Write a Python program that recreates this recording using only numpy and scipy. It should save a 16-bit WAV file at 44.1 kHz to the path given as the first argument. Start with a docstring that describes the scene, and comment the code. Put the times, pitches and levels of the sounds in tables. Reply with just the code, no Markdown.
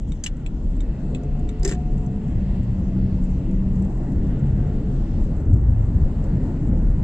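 """Road noise fills a car that gathers speed: filtered noise in bands, swelling over rough patches of tarmac.
Wind, tread and vent hiss are brighter noise; drive hum, gear whine and tyre cavity are wavering tones and
narrow noise, with a low body boom. Relay ticks, a plastic catch, the clattering indicator stalk and loose trim
are ringing modes and noise bursts. It is heard through two close microphone ports behind the windscreen."""
import sys
import numpy as np
from scipy import signal
from scipy.fft import rfft, irfft, next_fast_len
from scipy.io import wavfile

SR = 44100
rng = np.random.default_rng(int(sys.argv[2]) if len(sys.argv) > 2 else 0)


def waveform_to_disk(signal):
    """Save audio, clipped to [-1, 1], as 16-bit WAV at the path in sys.argv[1]."""
    frames = np.transpose(np.atleast_2d(signal))
    scaled = np.clip(frames, -1, 1) * 32767
    samples = np.round(scaled).astype(np.int16)
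    wavfile.write(sys.argv[1], SR, samples)


N = 310023  # samples, about 7 s

# Parts of the road noise: bounce, boom, drone and tyre roar; their summed power sets the road level.
# Each row: centre in Hz, level at speed in dB, how much quieter at rest in dB, build-up time in seconds.
ROAD_PARTS = [(35, -26, 2, 1.4), (100, -26.5, 10.5, 1.9), (192, -23.5, 6, 2.7), (550, -39.5, 11, 2.2)]
# Tone colour of the road noise. Each row: frequency in Hz, relative density in dB per Hz.
ROAD_COLOUR = [(12, -30.5), (20, 0), (31, 4), (50, 0.5), (63, -1.5), (88, -1), (105, -7), (140, -5.5),
               (172, -9), (230, -11), (320, -18.5), (380, -25), (600, -31.5), (770, -36.5), (890, -38.5),
               (1300, -52), (2200, -75)]
# Rougher and smoother patches of tarmac. Each row: centre in seconds, length in seconds,
# then the lift in dB of bounce, boom, drone and tyre roar.
TARMAC_PATCHES = [(0.029, 0.19, 4, 6.5, 0, 2), (0.257, 0.092, -6.5, -3.5, -3, -0.5),
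                  (0.689, 0.5, 5.5, -1.5, 0.5, 2), (1.005, 0.099, -6, -3.5, 3, 1),
                  (1.153, 0.14, -2, 1.5, 2, 4.5), (1.415, 0.11, 9, 3.5, -0.5, 1),
                  (1.661, 0.099, 10, -5, 1.5, 1.5), (2.351, 0.1, 4, 9.5, 2, 0),
                  (2.622, 0.21, 3.5, 4.5, -2.5, 1.5), (3.258, 0.092, 3, -4, 0.5, -0.5),
                  (3.58, 0.13, 6, 1, 2, -1), (3.972, 0.13, 2.5, -4.5, -4, 1),
                  (4.272, 0.23, 3, 2, 2.5, -0.5), (4.703, 0.2, 0.5, 2.5, 1.5, -0.5),
                  (5.245, 0.081, 6, -4, 3, 0), (5.532, 0.057, 4.5, 10.5, 7.5, -1),
                  (5.714, 0.24, 3.5, 12.5, -4.5, -2.5), (6.013, 0.13, 6.5, 9.5, 0.5, 0.5),
                  (6.388, 0.1, 5, 4.5, 2, 0.5), (6.573, 0.043, 0, -6.5, -1, 0),
                  (6.752, 0.21, 1.5, 5.5, 6, -1), (6.947, 0.19, 8, 0, -1, -0.5)]
# How alike the noise is at the two ports. Each row: frequency in Hz, left-right correlation from 0 to 1.
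PORT_LIKENESS = [(40, .996), (250, .994), (500, .97), (1000, 0.75), (1900, .8), (2400, .3), (3000, .5),
                 (4000, 0.25), (8000, 0.0)]

# Course of the wind and tread hiss. Each row: time in seconds, level in dB, treble lift in dB.
HISS_COURSE = [(0.0, -64.5, 0.5), (0.7, -63.5, 7.8), (0.99, -58, 1), (3.1, -60, 3.6), (4.09, -56.5, -1.8),
               (5.17, -54.5, 1), (5.56, -56.5, -4.2), (5.89, -57.5, -1.7), (6.32, -56.5, -0.2),
               (7.0, -56.5, -2.1)]
# Tone colour of the wind and tread hiss. Each row: frequency in Hz, relative density in dB per Hz.
HISS_COLOUR = [(700, -33.5), (1100, -1), (1250, -3), (1420, 0), (1620, -3), (1900, -1), (2100, -4.5),
               (2330, -9.5), (2800, -8), (3600, -14), (4300, -16.5), (5200, -21), (7000, -33),
               (12000, -56.5)]
# Tone colour of the vent hiss. Each row: frequency in Hz, relative density in dB per Hz.
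VENT_COLOUR = [(2000, -25), (4000, -2), (5700, 2.5), (7000, 1), (9000, -5), (12000, -8), (15000, -12)]
TREBLE_FROM_HZ = 2300
VENT_DB, VENT_FADE_DB_PER_S = -79.3, 0.4

# Ring of the relay pulling in. Each row: frequency in Hz, relative level in dB, t60 in seconds.
RELAY_IN_MODES = [(1330, 4, 0.0081), (2230, 0.5, 0.025), (3000, 2, 0.0091), (3330, -4, .01),
                  (3610, 3, 0.018), (3770, 1.5, 0.017), (5730, -11, 0.022), (6480, -12, 0.016),
                  (7400, -35, 0.012), (7610, -15, 0.011)]
# Ring of the relay dropping out. Each row: frequency in Hz, relative level in dB, t60 in seconds.
RELAY_OUT_MODES = [(2240, 1, 0.014), (2600, 8, 0.018), (2980, 8, 0.0086), (3300, 7.5, 0.011),
                   (3570, -4, 0.013), (3930, 1, 0.015), (7640, -24, 0.013), (7620, -11, 0.013)]
RELAY_START_S, RELAY_STEP_S, RELAY_TICKS = 0.1193, 0.3427, 5
RELAY_IN_DB, RELAY_OUT_DB = -44, -43.5  # reference levels; each layer is offset from them
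CONTACT_S = 0.003  # a blow builds up as fast as a ring of this t60 dies

# Snaps of a plastic catch. Each row: time in seconds, reference level in dB, treble over bass in dB.
CATCH_SNAPS = [(0.2375, -21.5, 13), (0.262, -20.5, -13.5)]
# Ring of the catch. Each row: frequency in Hz, relative level in dB, t60 in seconds.
CATCH_MODES = [(1490, -16, 0.026), (1810, -7.5, 0.012), (2360, -6, .01), (2690, -2, 0.015),
               (2910, 3, 0.019), (3140, 1, 0.013), (4020, -13, 0.0054), (4770, -2, 0.011),
               (5300, -13, 0.0068), (6230, 1, 0.009), (6560, -3, 0.0098), (7700, -9, 0.014)]

# Ticks of loose trim. Each row: time in seconds, reference level in dB.
TRIM_TICKS = [(0.368, -58), (0.7654, -59), (1.234, -54.5), (1.394, -53.5), (1.596, -55), (1.9789, -59),
              (2.0627, -56), (2.28, -58), (2.352, -62), (3.512, -57), (3.7576, -60), (3.8221, -53),
              (3.848, -58), (3.9049, -60), (3.9736, -64), (4.121, -58), (4.394, -61), (4.6691, -61),
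              (5.3653, -60), (5.4, -63), (5.404, -61.5), (5.455, -67.5), (5.531, -62), (5.5363, -57),
              (5.5698, -60.5), (5.7009, -69), (6.2404, -55.5)]
TRIM_T60_S = 0.009

WHINE_S, WHINE_HZ, WHINE_DB, WHINE_FADE_DB_PER_S = 0.57, 2670, -67.5, 2

# Pulls of the drive. Each row: start in seconds, end in seconds, starting rate in Hz,
# then the level in dB of the first, third and fifth multiple.
HUM_PULLS = [(0.802, 2.384, 125.5, -34.5, -47.5, -51.5), (4.043, 5.052, 143.2, -28, -46.5, -53)]
# Swell-in time in seconds of the first, third and fifth multiple: the higher ones take longer.
HUM_RISE_S = [0.28, 0.48, 0.88]
HUM_HZ, HUM_SETTLE_S, HUM_CREEP_HZ_PER_S = 141.14, 0.15, 3.1
HUM_FALL_S, HUM_DROOP_HZ = 0.15, 6.9
HUM_WAVER_HZ, HUM_FLUTTER_DB = 0.7, 3.2

# The stalk rattling back over its detents. Each row: time in seconds, reference level in dB,
# treble over bass in dB.
STALK_KNOCKS = [(1.6314, -26.5, 3), (1.6484, -19.5, 5), (1.6506, -19.5, 9), (1.655, -27.5, -8),
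                (1.6763, -21, 7), (1.6841, -29, 7), (1.692, -24.5, 4), (1.701, -28, -1), (1.713, -26, -3),
                (1.721, -28, -8), (1.733, -34, -10), (1.752, -43.5, -20)]
# Ring of the stalk's plastic. Each row: frequency in Hz, relative level in dB, t60 in seconds.
PLASTIC_MODES = [(1200, -3, 0.015), (1480, 2, 0.015), (1853, 0.5, 0.026), (2180, -2, 0.011),
                 (2980, -4, 0.0066), (3930, -12, 0.0055), (4930, 3, 0.0087), (5530, -11, 0.0061),
                 (6060, -16, 0.006), (6700, -19, .01), (6940, -17, 0.01)]
# The column thumping under each detent. Each row: frequency in Hz, relative level in dB, t60 in seconds.
COLUMN_MODES = [(343, 2.5, 0.052), (390, 4, 0.067), (489, -3, 0.048), (544, -14.5, 0.027), (720, -8, 0.033)]
# loose chatter under the rattle: it rises, holds and dies, quieter by the edge level at both ends
CHATTER_S, CHATTER_RISE_S, CHATTER_HOLD_S, CHATTER_FALL_S = 1.64, 0.02, 0.06, 0.035
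CHATTER_DB, CHATTER_EDGE_DB, CHATTER_COUNT = -38, -17, 60

# Drone of the air in the tyre. Each row: time in seconds, pitch in Hz, level in dB.
CAVITY_COURSE = [(1.95, 200.6, -45), (2.1, 197.9, -30), (2.3, 194.4, -33.5), (2.5, 192, -32),
                 (2.6, 192, -33), (2.75, 187.6, -29), (2.95, 191, -24.5), (3.2, 185.8, -27.5),
                 (3.33, 186, -29.5), (3.43, 187.2, -43.5), (3.55, 190, -22), (3.85, 190.6, -23.5),
                 (3.95, 191, -39), (4.15, 195.9, -34.5), (4.4, 195.3, -39), (4.85, 192, -32),
                 (5.05, 190.6, -51)]
BOOM_S, BOOM_END_S, BOOM_HZ, BOOM_DB = 2.43, 5.05, 124.9, -31.5

CABIN_T60_S, CABIN_WET_DB = 0.05, -3.5
CROSS_HZ, CROSS_SHARPNESS, CROSS_DB = 2450, 8.0, 4.5  # air swinging between dash and glass
UNLIKE_LOW_HZ, UNLIKE_HIGH_HZ = 2200, 6500  # the tail differs between the ports mostly in this band
DRIVE_LAG_S, DRIVE_LEFT_DB = 0.00005, 0.85  # left port against right
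CLICKS_LAG_S, CLICKS_LEFT_DB = 0.000025, 1.3
PORT_HZ, PORT_SHARPNESS, PORT_DB = 7650, 8, 15
PORT_EDGE_HZ, CUTOFF_HZ = 7570, 15100


def from_db(db):
    """Gain of a level in dB."""
    return 10 ** (np.asarray(db) / 20)


def rms_one(x):
    """Scale a signal to unit rms."""
    return x / np.sqrt(np.mean(x ** 2) + 1e-20)


def in_time(rows):
    """Draw each column of a timed curve as one value a sample."""
    s, *columns = np.transpose(rows)
    return [np.interp(np.arange(N) / SR, s, column) for column in columns]


def at_hz(points, hz):
    """Read a spectrum on a log-frequency axis."""
    point_hz, value = np.array(points).T
    return np.interp(np.log(hz), np.log(point_hz), value)


def drift(rate):
    """Slow random wander of unit rms: noise through two equal poles at the given rate in Hz."""
    step = 40  # samples between the slow values
    r = np.exp(-2 * np.pi * rate * step / SR)
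    noise = rng.standard_normal(N // step + 2002)
    slow = signal.lfilter([1], [1, -2 * r, r * r], noise)[2000:]  # drop the filter's run-in
    return np.interp(np.arange(N) / step, np.arange(len(slow)), rms_one(slow))


def noise_bands(spectrum, centres, patchy_db, patch_rate):
    """Split stereo noise, total rms 1, into overlapping bands that then flicker singly; yields (Hz, band)."""
    size = next_fast_len(N)
    hz = np.maximum(np.arange(size // 2 + 1) * SR / size, 1)
    alike = np.clip(at_hz(PORT_LIKENESS, hz), 0, 1)
    mid, side = rfft(rng.standard_normal((2, size))) * from_db(at_hz(spectrum, hz))
    pair = np.sqrt(1 + alike) * mid + np.sqrt(1 - alike) * side * [[1], [-1]]
    pair = pair / np.std(irfft(pair, size))
    for k, centre in enumerate(centres):
        share = np.interp(np.log(hz), np.log(centres), np.arange(len(centres)) == k)
        band = irfft(pair * share, size)[:, :N]
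        yield centre, band * from_db(patchy_db * drift(patch_rate))


def road():
    """Tarmac noise builds up and swells on patches; each band follows the two parts nearest in pitch."""
    t = np.arange(N) / SR
    part_hz, speed_db, rest_db, build_s = np.transpose(ROAD_PARTS)
    parts_db = speed_db[:, None] - rest_db[:, None] * np.exp(-t / build_s[:, None])
    for s, length, *lift_db in TARMAC_PATCHES:
        bump = np.exp(-0.5 * (2 * (t - s) / length) ** 2)
        parts_db = parts_db + np.array(lift_db)[:, None] * bump
    power = np.mean(from_db(parts_db) ** 2, axis=1)
    swell_db = parts_db - 10 * np.log10(power)[:, None]
    out = 0
    for hz, band in noise_bands(ROAD_COLOUR, np.geomspace(25, 1000, 12), patchy_db=1.58, patch_rate=7.5):
        weights = [np.interp(np.log(hz), np.log(part_hz), one) for one in np.eye(len(ROAD_PARTS))]
        out = out + band * from_db(weights @ swell_db)
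    return out * np.sqrt(power.sum())


def hiss():
    """Wind and tread hiss is broadband noise whose level and treble move along a drawn curve."""
    level_db, treble_db = in_time(HISS_COURSE)
    bands = noise_bands(HISS_COLOUR, np.geomspace(1000, 8000, 8), patchy_db=2.1, patch_rate=1.4)
    return sum(band * from_db(level_db + treble_db * (hz > TREBLE_FROM_HZ)) for hz, band in bands)


def vent():
    """Vent hiss is bright, flickering noise that eases slowly."""
    level_db = VENT_DB - VENT_FADE_DB_PER_S * np.arange(N) / SR
    bands = noise_bands(VENT_COLOUR, np.geomspace(3500, 13000, 6), patchy_db=5.5, patch_rate=11.0)
    return from_db(level_db) * sum(band for hz, band in bands)


def ring(clicks, hz, t60):
    """A two-pole resonator: a unit click sets a dying sine of height about 1 ringing."""
    r, w = np.exp(-np.log(1000) / (t60 * SR)), 2 * np.pi * hz / SR
    return signal.lfilter([0, np.sin(w)], [1, -2 * r * np.cos(w), r * r], clicks + 1e-18)


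def click_train(times, levels_db, signs=1):
    """Single-sample clicks at the given times."""
    clicks = np.zeros(N)
    clicks[np.round(np.asarray(times) * SR).astype(int)] = signs * from_db(levels_db)
    return clicks


def strike(times, levels_db, modes, spread_db, tilt_db=0):
    """Every blow rings all modes with fresh strengths and signs; tilt shifts weight to the high modes."""
    out = np.zeros(N)
    for hz, mode_db, t60 in modes:
        sign_draw, strength_draw = rng.normal(0, 1, (2, len(times)))
        brighter_db = tilt_db * np.tanh(np.log(hz / 4000) / 0.12) / 2
        blow_db = levels_db + mode_db + brighter_db + spread_db * strength_draw
        clicks = click_train(times, blow_db, np.sign(sign_draw))
        out += ring(clicks, hz, t60) - ring(clicks, hz, CONTACT_S)  # soft onset
    return out


def crack(times, levels_db, t60, low_hz, high_hz=11000):
    """A burst of band-passed noise swells and dies after each blow."""
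    clicks = click_train(times, levels_db) + 1e-18
    fall, rise = [signal.lfilter([1], [1, -np.exp(-np.log(1000) / (s * SR))], clicks)
                  for s in (t60, CONTACT_S)]
    band = signal.butter(2, [low_hz, high_hz], "band", fs=SR, output="sos")
    return signal.sosfilt(band, (fall - rise) * rng.standard_normal(N))


def relay():
    """Indicator relay: pull-in and drop-out alternate at a steady pace, each with its own ring."""
    s = RELAY_START_S + RELAY_STEP_S * np.arange(RELAY_TICKS)
    pull_in, drop_out = s[::2], s[1::2]
    rings = strike(pull_in, RELAY_IN_DB, RELAY_IN_MODES, spread_db=1.2)
    rings = rings + strike(drop_out, RELAY_OUT_DB, RELAY_OUT_MODES, spread_db=0.8)
    return (rings + crack(pull_in, RELAY_IN_DB + 4.0, t60=0.015, low_hz=1100, high_hz=4140)
            + crack(drop_out, RELAY_OUT_DB + 8.0, t60=0.019, low_hz=2000, high_hz=4120)
            + crack(s, RELAY_OUT_DB - 2.5, t60=0.024, low_hz=6900, high_hz=10500))


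def catch():
    """A plastic catch snaps twice, ringing its modes under two bands of noise."""
    s, db, tilt_db = np.transpose(CATCH_SNAPS)
    return (strike(s, db - 9.5, CATCH_MODES, spread_db=0.0, tilt_db=tilt_db)
            + crack(s, db - 7.0 - 0.12 * tilt_db, t60=0.058, low_hz=1390, high_hz=3750)
            + crack(s, db - 6.5 + 0.083 * tilt_db, t60=0.03, low_hz=3770, high_hz=10800))


def trim():
    """Loose trim gives thin dry ticks: short bursts of treble noise."""
    s, db = np.transpose(TRIM_TICKS)
    return crack(s, db + 9.5, TRIM_T60_S, low_hz=4000, high_hz=14500)


def gate(start, end, rise, fall):
    """One between start and end, with straight ramps inside both edges."""
    t = np.arange(N) / SR
    return np.clip(np.minimum((t - start) / rise, (end - t) / fall), 0, 1)


def blurred(hz, blur_hz):
    """Noise narrowed to a band around a moving pitch, rms about 1."""
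    wander = drift(blur_hz) + 1j * drift(blur_hz)
    return np.real(wander * np.exp(2j * np.pi * np.cumsum(hz) / SR))


def whine():
    """A faint gear whine: narrow noise around a wandering pitch, fading steadily."""
    t = np.arange(N) / SR
    level = from_db(WHINE_DB - WHINE_FADE_DB_PER_S * (t - WHINE_S))
    level = level * gate(WHINE_S, N / SR, rise=0.33, fall=0.19)
    return level * blurred(WHINE_HZ + 45 * drift(1.7), blur_hz=90.0)


def tone(hz, levels_db, multiples, waver_hz, flutter_db):
    """Sines on multiples of a wavering rate, each fluttering in level."""
    phase = 2 * np.pi * np.cumsum(hz + waver_hz * drift(6.6)) / SR
    return sum(np.sqrt(2) * from_db(db + flutter_db * drift(5.9)) * np.sin(k * phase)
               for k, db in zip(multiples, levels_db))


def hum():
    """Drive hum on odd multiples: each pull swells in, glides to a working rate, creeps up and droops."""
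    t, out = np.arange(N) / SR, 0
    for start, end, from_hz, *levels_db in HUM_PULLS:
        since = np.maximum(t - start, 0)
        glide_hz = (from_hz - HUM_HZ) * np.exp(-since / HUM_SETTLE_S)
        droop = np.clip(1 - (end - t) / (HUM_FALL_S + HUM_SETTLE_S), 0, 1) ** 2
        hz = HUM_HZ + glide_hz + HUM_CREEP_HZ_PER_S * since - HUM_DROOP_HZ * droop
        swell_db = [db + 20 * np.log10(gate(start, end, rise, HUM_FALL_S) + 1e-9)
                    for db, rise in zip(levels_db, HUM_RISE_S)]
        out = out + tone(hz, swell_db, [1, 3, 5], waver_hz=HUM_WAVER_HZ, flutter_db=HUM_FLUTTER_DB)
        # a blurred halo round the top multiple
        out = out + from_db(swell_db[-1] - 4.0) * blurred(5 * hz, blur_hz=8.9)
    return out


def stalk():
    """The stalk clatters over its detents: plastic snaps, column thumps and a loose chatter."""
    s, db, tilt_db = np.transpose(STALK_KNOCKS)
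    thump = strike(s, db - 9.0, COLUMN_MODES, spread_db=1.5)
    corners = CHATTER_S + np.cumsum([0, CHATTER_RISE_S, CHATTER_HOLD_S, CHATTER_FALL_S])
    loose = rng.uniform(corners[0], corners[-1], CHATTER_COUNT)
    loose_db = CHATTER_DB + CHATTER_EDGE_DB * np.interp(loose, corners, [1, 0, 0, 1])
    loose_db = loose_db + 3.0 * rng.standard_normal(CHATTER_COUNT)
    # detents and chatter share the same plastic
    s, db, tilt_db = np.append(s, loose), np.append(db, loose_db), np.append(tilt_db, 0 * loose)
    return (thump + strike(s, db - 14.5, PLASTIC_MODES, spread_db=3.0, tilt_db=tilt_db)
            + crack(s, db - 4.0 - tilt_db / 2, t60=0.015, low_hz=790, high_hz=3000)
            + crack(s, db - 2.0 + tilt_db / 2, t60=0.0074, low_hz=2980, high_hz=10400))


def cavity():
    """Air ringing in the tyre: a wavering drone with a blurred halo."""
    hz, db = in_time(CAVITY_COURSE)
    drone = tone(hz, [db], [1], waver_hz=0.81, flutter_db=1.2)
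    halo = from_db(db - 9.5) * blurred(hz, blur_hz=9.0)
    return gate(CAVITY_COURSE[0][0], CAVITY_COURSE[-1][0], rise=0.07, fall=0.038) * (drone + halo)


def body_boom():
    """A low body resonance, narrow noise round a wandering pitch, comes and goes."""
    boom = from_db(BOOM_DB) * blurred(BOOM_HZ + 2.405 * drift(1.67), blur_hz=3.6)
    return gate(BOOM_S, BOOM_END_S, rise=0.19, fall=0.12) * boom


def cabin(x, t60, wet_db):
    """A dense quick tail, alike at both ports in the bass, and a cross resonance of opposite sign at each."""
    t = np.arange(int(0.15 * SR)) / SR
    tail = rng.standard_normal((2, len(t))) * np.exp(-np.log(1000) * t / t60) * (t > 0.001)
    tail = tail / np.sqrt(np.sum(tail ** 2, axis=1, keepdims=True))
    mid, side = from_db(wet_db) * signal.fftconvolve(x[None], tail, axes=1)[:, :N]
    unlike = signal.butter(1, [UNLIKE_LOW_HZ, UNLIKE_HIGH_HZ], "band", fs=SR, output="sos")
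    side = signal.sosfilt(unlike, side)
    cross = signal.lfilter(*signal.iirpeak(CROSS_HZ, CROSS_SHARPNESS, fs=SR), x + mid + 1e-18)
    shared = x + mid - 0.45 * cross  # the resonance is also thinned out of both ports alike
    return shared + (side + from_db(CROSS_DB) * cross) * [[1], [-1]]


def ports(pair, lag_s, left_db):
    """Sound reaches the left port a little later and louder."""
    left, right = pair
    left = np.interp(np.arange(N) - lag_s * SR, np.arange(N), left)
    return np.array([left * from_db(left_db / 2), right * from_db(-left_db / 2)])


def scene():
    """Mix all sources at the two ports; only the clicks get the cabin tail."""
    clicks = cabin(relay() + catch() + trim() + stalk(), t60=CABIN_T60_S, wet_db=CABIN_WET_DB)
    drive = road() + hiss() + vent() + whine() + hum() + cavity() + body_boom()
    return ports(drive, DRIVE_LAG_S, DRIVE_LEFT_DB) + ports(clicks, CLICKS_LAG_S, CLICKS_LEFT_DB)


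def record(dry):
    """The port resonates in the treble and holds back the sound above its edge; the top is cut."""
    port = signal.lfilter(*signal.iirpeak(PORT_HZ, PORT_SHARPNESS, fs=SR), dry)
    low_pass = signal.butter(8, PORT_EDGE_HZ, fs=SR, output="sos")
    high_pass = signal.butter(8, PORT_EDGE_HZ, "high", fs=SR, output="sos")
    below = signal.sosfilt(low_pass, dry + from_db(PORT_DB) * port)
    above = from_db(-8.0) * signal.sosfilt(high_pass, dry)
    top_cut = signal.ellip(10, 0.2, 70, CUTOFF_HZ, fs=SR, output="sos")
    return signal.sosfilt(top_cut, below + above)


dry = scene()
out = record(dry)
waveform_to_disk(out)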